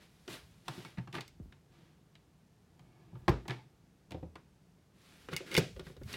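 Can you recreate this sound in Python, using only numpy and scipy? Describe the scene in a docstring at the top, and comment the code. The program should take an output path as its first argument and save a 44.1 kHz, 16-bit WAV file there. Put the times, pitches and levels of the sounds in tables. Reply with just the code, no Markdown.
"""First a hand and sleeve brush softly over wood, then varnished locker doors are worked in a boat cabin.
A push-button latch is pressed, a door is pulled open, later banged shut and locked.
Something bumps a shelf, then a second latch snaps and its door swings out; the cabin rings briefly.
Wood and metal are ringing sine modes with bursts of noise, rubbing is a stream of noisy slips,
and the cabin, the moving air and the quiet background are shaped noise."""
import sys
import numpy as np
from scipy import signal
from scipy.fft import rfft, irfft, next_fast_len
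from scipy.io import wavfile

SR = 44100
rng = np.random.default_rng(int(sys.argv[2]) if len(sys.argv) > 2 else 0)


def digitize_waveform(pressure):
    """Quantize a signal to 16-bit integers and store it at the path in sys.argv[1].

    Rows of a 2-D input are taken as channels; values are limited to [-1, 1].
    """
    field = np.atleast_2d(pressure).T
    bounded = np.clip(field, -1, 1)
    quanta = np.round(bounded * 32767).astype(np.int16)
    wavfile.write(sys.argv[1], SR, quanta)


N = 271962
TIME = np.arange(N) / SR
EDGES = 22 * 2 ** np.arange(0, 9.6, .5)   # half-octave band edges in Hz
CENTRES = np.sqrt(EDGES[1:] * EDGES[:-1])

# the quiet cabin: pitch_hz, level_db (per Hz, relative)
HUSH = [(18, -56), (30, -12.5), (141, -0.5), (184, 1.5), (215, -7), (245, -8), (394, -12), (437, -12),
        (540, -18), (702, -17.5), (988, -22), (3060, -29), (6050, -31.5), (13700, -39.5), (16000, -44)]
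HUSH_DB = -65.5
# colour of the moving air: pitch_hz, level_db (per Hz, relative)
RUMBLE = [(25, -22.5), (48, -5), (75, -6), (130, -12), (250, -25.5), (600, -55)]
# puffs of air pushed over the microphone by a swinging door or arm: peak_s, level_db
PUFFS = [(.46, -57.5), (1.0, -66), (1.45, -57), (2.82, -69), (3.2, -54.5), (3.48, -58), (4.2, -62),
         (5.33, -55), (5.78, -47.5), (6.061, -42.5)]
PUFF_S, STILL_AIR_DB = 0.046, -74.5
# cabin reverberation: pitch_hz, level_db, t60_s (time to fade by 60 dB)
CABIN = [(102, -21.5, 0.6), (350, -6.5, 0.27), (1005, -7.5, 0.21), (3040, -7, .33), (7032, -11, 0.44),
         (16040, -20.5, 0.42)]
# echoes from the nearest walls, shelf and ceiling: delay_s, level_db
ECHOES = [(.0021, -20.5), (.0037, -14), (.0058, -7.5), (.0083, -10), (0.0126, -11.5), (.0161, -14.5),
          (.0223, -21.5)]

# hand, sleeve and latch barrel sliding: start_s, length_s, level_db, panel_pressure_db
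STROKES = [(0, 0.069, -62.5, 4), (0, 1, -70.5, -18), (0.287, 0.098, -47, -7.5), (0.672, 0.25, -53.5, -2),
           (1.135, 0.063, -47.5, 9), (1.699, 0.28, -69, 7), (2.747, 0.99, -75.5, 17),
           (3.481, 0.093, -57, 11), (4.979, 0.53, -63, -11.5), (5.313, 0.043, -49.5, 8.5),
           (5.457, 0.079, -52.5, 2), (5.516, 0.079, -42, 2.5), (5.836, 0.11, -61, -16),
           (6.077, 0.17, -48, -7)]
RISE_SHARE = 0.43   # part of a stroke spent building up
TREBLE_DB, DULLING = -7, 0.39   # treble of a stroke; dB of it lost for each dB of pressure
# colour of the sliding hiss: pitch_hz, level_db (per Hz, relative)
FRICTION = [(300, 5.5), (600, -1.5), (1200, -1.5), (2400, -1), (4000, -1.5), (7000, -8), (11000, -9),
            (15000, -17.5)]
# hinge and push-button barrel rub and sing faintly: peak_s, rise_s, fall_s, level_db
CHAFES = [(0.859, 0.01, 0.019, -52.5), (2.97, 0.18, 0.18, -77), (3.527, 0.003, 0.014, -48.5),
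          (3.607, 0.022, 0.024, -62), (5.152, 0.092, 0.41, -82), (5.46, 0.0057, 0.02, -90)]
# the notes they sing: pitch_hz, level_db, t60_s
CHAFE_MODES = [(887, 9.5, 0.066), (2200, 7, 0.053), (3040, -20.5, 0.0051), (4400, -1, 0.027)]

# blows that shake the whole locker: start_s, level_db
SHAKES = [(1.401, -53.5), (3.282, -24.5), (5.582, -53)]
# booming modes of the locker: pitch_hz, level_db, t60_s
CARCASS = [(56, -3.5, 0.32), (83, -4.5, 0.21), (107, -1, .12)]
# a swinging door is cushioned at its stop: start_s, level_db, pitch_sinking_s
THUDS = [(1.4, -39, 0.0071), (1.458, -51, 0.0065), (6.013, -47, 0.0274)]
THUD_START_HZ, THUD_END_HZ, THUD_T60_S = 308, 66, 0.17
# metal latch parts striking: start_s, ring_db, tick_db
LATCH_CLICKS = [(1.2075, -40, -34.5), (1.279, -49, -39), (3.293, -41, -28.5), (3.4805, -45, -34),
                (4.108, -56, -40.5), (5.335, -30, -32), (5.3645, -20.5, -17.5), (5.515, -28, -32),
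                (5.5425, -26.5, -22.5), (5.551, -36, -30), (5.5665, -10, -16), (5.5765, -26, -13),
                (5.5815, -45, -16.5), (5.794, -54, -49), (6.034, -50, -43.5), (6.129, -48, -28.5)]
# modes of button and bolt: pitch_hz, level_db, t60_s
LATCH_MODES = [(2052, -6.5, 0.039), (2176, 1, 0.034), (2214, -3.5, 0.063), (2490, -24, 0.0048),
               (2862, -5, 0.038), (3610, -4, 0.017), (4630, -5.5, 0.014), (5380, -9, 0.016),
               (6470, -13.5, 0.015), (10700, -53, 0.0037), (13100, -37.5, .007)]

# blows on the wood; a door with play in its catch touches twice:
# start_s, strength_db, hardness_db_per_octave, weight_db, spot_hz (pitch of the struck spot), touches (count)
KNOCKS = [(.278, -40.5, 0.1, -11.5, 330, 1), (0.681, -36.5, 2.24, 3.5, 927, 1),
          (.778, -52.5, -0.5, 6.5, 358, 1), (0.848, -48, 1, 6, 1330, 1), (0.983, -45.5, -3, 2, 1900, 2),
          (1.074, -49.5, -1.5, 4, 1135, 1), (1.127, -52, 3, -15, 3040, 1),
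          (1.151, -39.5, 0.5, -13, 1184, 2), (1.182, -40.5, -2.5, -8, 1650, 2),
          (1.208, -47.5, 3, -7, 4600, 1), (1.523, -58, .5, 2, 1860, 1), (2.153, -61, 1.4, -13, 3160, 1),
          (2.793, -62, 2, 19.5, 770, 1), (3.13, -68.5, -7.5, 7.5, 704, 1), (3.154, -55, -5, -5, 1315, 1),
          (3.28, -23.5, -2.25, -4, 1050, 1), (3.286, -33, -3, -7, 330, 1), (3.453, -51, -6, -19, 1155, 1),
          (3.482, -41, 0.5, 12.5, 907, 1), (3.506, -36.5, -1, -12, 1750, 2), (4.118, -44, 0.76, 6, 910, 2),
          (4.144, -47, -5.5, -6.5, 760, 1), (4.228, -53.5, -6.5, -3, 760, 1),
          (4.355, -47.5, 0, -8, 1026, 1), (5.287, -45, -0.9, -3, 1460, 1), (5.33, -40.5, -1.1, 2, 1480, 1),
          (5.406, -50, -3.5, -17, 520, 1), (5.55, -31.5, 1.9, -6, 2200, 1),
          (5.578, -25.5, -4.5, -2, 2040, 1), (5.763, -52, -1, -11, 509, 1),
          (5.795, -44.5, 1.5, 2.5, 377, 1), (5.867, -49.5, -0.5, 3, 1210, 1),
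          (5.898, -56, -6.5, -8, 1320, 1), (5.966, -55.5, 1, 3, 470, 1), (6.014, -56, -7, -13, 1550, 1),
          (6.139, -42, 1, 4, 2780, 1)]
# the first of two touches: how much earlier, weaker and softer (dB per octave)
PLAY_S, TOUCH_DB, TOUCH_HARDNESS = .01, -5, -0.027
PIVOT_HZ = 1100   # hardness tilts a blow around this pitch
WEIGHT_HZ = 248   # the weight behind a blow bends the whole panel, below this pitch
VARNISH_HZ, VARNISH_DB_PER_OCTAVE = 3600, -7   # the varnish cushions the top of every blow
SPOT_DB, SPOT_OCTAVES = 7.5, 0.79   # the wood gives most readily around the pitch of the struck spot
# the crowd of short-lived higher modes in the wood: pitch_hz, level_db (per Hz, relative), t60_s
CRACK = [(301.7, 23.5, 0.029), (590, 10.5, 0.03), (1220, 12, 0.02), (2061, 10.5, 0.035), (3510, 13, 0.017),
         (5660, 5.5, 0.014), (9500, 0.5, 0.022), (14900, -0.5, 0.0088)]
# modes of the first door: pitch_hz, level_db, t60_s
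UPPER_DOOR = [(108, -9, 0.23), (124.7, 0.5, 0.3), (144, 1.5, .17), (174, 7, 0.079), (194.7, -0.5, 0.033),
              (238, -9, 0.048), (294.4, -3, 0.052), (325, 0, 0.11), (360, 2, 0.075), (421, -13, .05),
              (663, -7, 0.054), (700, -6.5, 0.073), (810, -9.5, 0.097), (901, -13, 0.16), (990, -8, 0.038),
              (1150, -7, 0.031), (1254, -9, 0.029), (1610, -15.5, .035), (1719, -12, 0.075)]
# modes of the shelf: pitch_hz, level_db, t60_s
SHELF = [(78.5, -8, 0.38), (87, -25, 0.079), (106.6, -5.5, 0.25), (169.6, 5, 0.12), (181.7, 5, 0.1),
         (286, 5, 0.047), (330, 0.5, 0.14), (441, 0, 0.082), (520, -4.5, 0.1), (670, -6, 0.018),
         (765, -9, 0.074), (924, -1, 0.024)]
# modes of the second door: pitch_hz, level_db, t60_s
LOWER_DOOR = [(106, -13, 0.24), (133.3, -6.5, 0.24), (168, 4.5, 0.099), (179, 4, 0.05), (194, 2.5, 0.063),
              (261.4, -5.5, 0.091), (370.5, 3.5, 0.07), (414, 1.5, 0.048), (453, 4, 0.044),
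              (538, -2.5, 0.076), (732, -27, 0.1), (1230, -4, 0.017), (1455, -13, 0.13), (1490, 6, 0.005)]
# what the hand is working on: start_s, end_s, modes (one of the three tables above)
PANELS = [(0, 4, UPPER_DOOR), (4, 5, SHELF), (5, 7, LOWER_DOOR)]


def from_db(db):
    """Turn decibels into a gain."""
    return 10 ** (np.asarray(db) / 20)


def white():
    """Plain white noise."""
    return rng.standard_normal(N)


def rms_one(x):
    """Scale to unit power."""
    return x / np.sqrt(np.mean(x ** 2) + 1e-20)


def at_hz(table, hz, order=1):
    """Read one column of a table at any pitch, on a log-frequency axis."""
    table = np.array(table)
    return np.interp(np.log(hz), np.log(table[:, 0]), table[:, order])


def filtered(x, order, hz, kind):
    """Keep one range of pitches with a Butterworth filter."""
    return signal.sosfilt(signal.butter(order, hz, kind, fs=SR, output="sos"), x)


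def band(x, k):
    """Keep the k-th half-octave band."""
    return filtered(x + 1e-18, 2, EDGES[k:k + 2], "band")


def smooth(x, seconds):
    """Follow the input with a one-pole lag."""
    r = np.exp(-1 / (seconds * SR))
    return signal.lfilter([1 - r], [1, -r], x)


def delayed(x, seconds):
    """Play the sound later."""
    return np.pad(x, (int(seconds * SR), 0))[:N]


def coloured(spectrum, source):
    """Shape a white source by a spectrum; rms 1."""
    size = next_fast_len(N + SR // 2)
    hz = np.maximum(np.fft.rfftfreq(size, 1 / SR), 1)
    gain = from_db(at_hz(spectrum, hz)) * (hz > EDGES[0])
    return rms_one(irfft(rfft(source, size) * gain, size)[:N])


def clicks(times, db):
    """Place one impulse for each contact."""
    out = np.full(N, 1e-18)
    place = np.clip(np.round(times * SR).astype(int), 0, N - 1)
    out[place] = from_db(db)
    return out


def ring(x, hz, t60):
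    """A unit click sets a sine of height 1 ringing."""
    r = 1000 ** (-1 / (t60 * SR))   # decay per sample
    w = 2 * np.pi * hz / SR
    return signal.lfilter([0, np.sin(w)], [1, -2 * r * np.cos(w), r * r], x)


def burst(x, t60):
    """Each click starts a puff of noise that dies away."""
    r = 1000 ** (-1 / (t60 * SR))
    return signal.lfilter([1], [1, -r], x) * white()


def resonate(x, modes):
    """Drive a set of modes with a steady source; rms 1."""
    # alternate signs keep neighbouring modes from all pushing the same way
    return rms_one(sum((-1) ** k * from_db(db) * ring(x, hz, t60) for k, (hz, db, t60) in enumerate(modes)))


def swell(s, rise, fall):
    """Pressure of one stroke: it sets in quickly and trails off."""
    before = ((s - TIME) / rise) ** 4
    after = (np.abs(TIME - s) / fall) ** 1.5 * 1.3
    return np.exp(-np.where(TIME < s, before, after))


def quiet_cabin():
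    """A faint steady hush of shaped noise fills the cabin."""
    return from_db(HUSH_DB) * coloured(HUSH, white())


def draught():
    """Puffs of air swell and fade over nearly still air."""
    puffs = sum(from_db(db) * np.exp(-np.abs(TIME - s) / PUFF_S) for s, db in PUFFS)
    return (from_db(STILL_AIR_DB) + puffs) * coloured(RUMBLE, white())


def cabin(x, gap_s, build_s):
    """Close panelled walls scatter sound: in each band the stored energy builds up and dies away."""
    late = delayed(x, gap_s)
    tail = np.zeros(N)
    for k, hz in enumerate(CENTRES):
        building = smooth(band(late, k) ** 2, build_s)
        energy = smooth(building, at_hz(CABIN, hz, order=2) / np.log(1e6))   # t60 to lag time
        tail += from_db(at_hz(CABIN, hz)) * np.sqrt(np.abs(energy)) * rms_one(band(white(), k))
    return tail


def walls(x, level_db, low_hz):
    """Small varnished surfaces within arm's reach send back early echoes; long waves bend round them."""
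    bright = filtered(x, 2, low_hz, "high")
    return x + sum(from_db(db + level_db) * delayed(bright, s) for s, db in ECHOES)


def rubbing(grain_db, panel_db, shelf_hz):
    """Sliding is a stream of tiny slips; they hiss and also stir the modes of panel and fittings."""
    grain = np.repeat(rng.standard_normal(N // 64 + 1), 64)[:N]   # a new strength every 64 samples
    slips = white() * from_db(grain_db * grain)
    hiss = filtered(coloured(FRICTION, slips), 2, 200, "high")
    # forward and backward filtering keeps the dull part in step with the hiss
    dull = signal.sosfiltfilt(signal.butter(2, shelf_hz, fs=SR, output="sos"), hiss)
    bright = hiss - dull
    panel = sum(resonate(slips, modes) * ((TIME >= start) & (TIME < end)) for start, end, modes in PANELS)
    chafing = sum(from_db(db) * swell(s, rise, fall) for s, rise, fall, db in CHAFES)
    out = resonate(slips, CHAFE_MODES) * chafing
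    for s, length, db, pressure_db in STROKES:
        rise = RISE_SHARE * length
        treble = from_db(TREBLE_DB - DULLING * pressure_db)
        sliding = dull + treble * bright + from_db(pressure_db + panel_db) * panel
        out += from_db(db) * swell(s + rise, rise, length - rise) * sliding
    return out


def carcass():
    """Heavy blows make the locker and the air in it boom."""
    times, level = np.transpose(SHAKES)
    return sum((-1) ** k * ring(clicks(times, level + db), hz, t60) for k, (hz, db, t60) in enumerate(CARCASS))


def thuds():
    """The short bending waves of a cushioned blow arrive first, so its pitch sinks as it dies."""
    out, t = np.zeros(N + SR // 4), TIME[:SR // 4]
    for s, db, sink_s in THUDS:
        hz = THUD_END_HZ + (THUD_START_HZ - THUD_END_HZ) * np.exp(-t / sink_s)
        fade = from_db(db - 60 * t / THUD_T60_S)
        out[int(s * SR):][:len(t)] += fade * np.sin(2 * np.pi * np.cumsum(hz) / SR)
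    return out[:N]


def latches(ring_db, spike_db, chatter_db, chatter_t60, low_hz, high_hz):
    """Metal on metal gives a sharp spike, a brief chatter, and the ring of button and bolt."""
    times, level, tick = np.transpose(LATCH_CLICKS)
    chatter = burst(clicks(times, tick + chatter_db), chatter_t60)
    contact = clicks(times, tick + spike_db) + chatter
    out = filtered(contact, 1, [low_hz, min(high_hz, .45 * SR)], "band")
    for k, (hz, db, t60) in enumerate(LATCH_MODES):
        # low modes follow the ring level, high modes the tick: hard contacts favour the high ones
        hard = np.interp(hz, [3000, 4600], [0, 1])
        strike = level + hard * (tick - level)
        out += (-1) ** k * ring(clicks(times, strike + db + ring_db), hz, t60)
    return out


def blows():
    """List every contact with the wood: start_s, strength_db, hardness, weight_db, spot_hz."""
    first = [(s - PLAY_S, db + TOUCH_DB, hard + TOUCH_HARDNESS, weight, hz)
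             for s, db, hard, weight, hz, touches in KNOCKS if round(touches) == 2]
    return np.vstack([np.array(KNOCKS)[:, :-1], first])


def force(hz):
    """Level in dB of each blow at one pitch: hard blows reach higher, heavy ones lower."""
    _, db, hardness, weight_db, spot_hz = blows().T
    tilt = hardness * np.log2(hz / PIVOT_HZ)
    cushion = VARNISH_DB_PER_OCTAVE * np.maximum(np.log2(hz / VARNISH_HZ), 0)
    heft = weight_db / (1 + (hz / WEIGHT_HZ) ** 6)
    spot = SPOT_DB * np.exp(-(np.log2(hz / spot_hz) / SPOT_OCTAVES) ** 2)
    return db + tilt + cushion + heft + spot


def spots(level_db, cycles, longest_s):
    """Each blow also rings the edge, knob or batten that it lands on, for a few dozen cycles."""
    out, t = np.zeros(N + SR // 4), TIME[:SR // 4]
    times, *_, pitches = blows().T
    for s, hz, db in zip(times, pitches, force(pitches)):
        fade = from_db(db + level_db - 60 * t / min(cycles / hz, longest_s))
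        out[int(s * SR):][:len(t)] += fade * np.sin(2 * np.pi * hz * t)
    return out[:N]


def doors(modes_db, crack_db, spread_db, contact_cycles):
    """A blow rings the panel that it lands on, each mode at a slightly random level."""
    times = blows()[:, 0]
    out = np.zeros(N)
    for start, end, modes in PANELS:
        here = (times >= start) & (times < end)
        variation = rng.normal(0, 1, (len(times), len(modes)))
        for k, (hz, db, t60) in enumerate(modes):
            level = force(hz) + db + modes_db + spread_db * variation[:, k]
            out += (-1) ** k * ring(clicks(times[here], level[here]), hz, t60)
    for k, hz in enumerate(CENTRES):
        if hz > CRACK[0][0]:
            # bending waves spread through the wood more slowly the lower they are
            contact = clicks(times, force(hz) + at_hz(CRACK, hz) + crack_db)
            push = smooth(contact, contact_cycles / hz)
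            out += band(burst(push, at_hz(CRACK, hz, order=2)), k)
    return out


def scene():
    """Doors, latches and hand in the cabin, over moving air and a faint hush."""
    wood = doors(modes_db=-5, crack_db=-3.5, spread_db=2.85, contact_cycles=3.2)
    wood = wood + spots(level_db=-9, cycles=51, longest_s=0.12) + carcass() + thuds()
    metal = latches(ring_db=-8.5, spike_db=1.0, chatter_db=-12, chatter_t60=0.025, low_hz=1470, high_hz=9410)
    hand = rubbing(grain_db=1.5, panel_db=-4.0, shelf_hz=4350)
    near = walls(wood + metal + hand, level_db=-6, low_hz=444)
    tail = from_db(-2) * cabin(near, gap_s=0.00093, build_s=0.00067)
    return (near + tail + draught() + quiet_cabin())[None]   # one channel


def record(dry):
    """The microphone drops the deepest bass; the top is cut steeply above 16 kHz."""
    thin = filtered(dry, 4, 36, "high")
    return signal.sosfilt(signal.ellip(10, .1, 80, 16000, fs=SR, output="sos"), thin)


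dry = scene()
out = record(dry)
digitize_waveform(out)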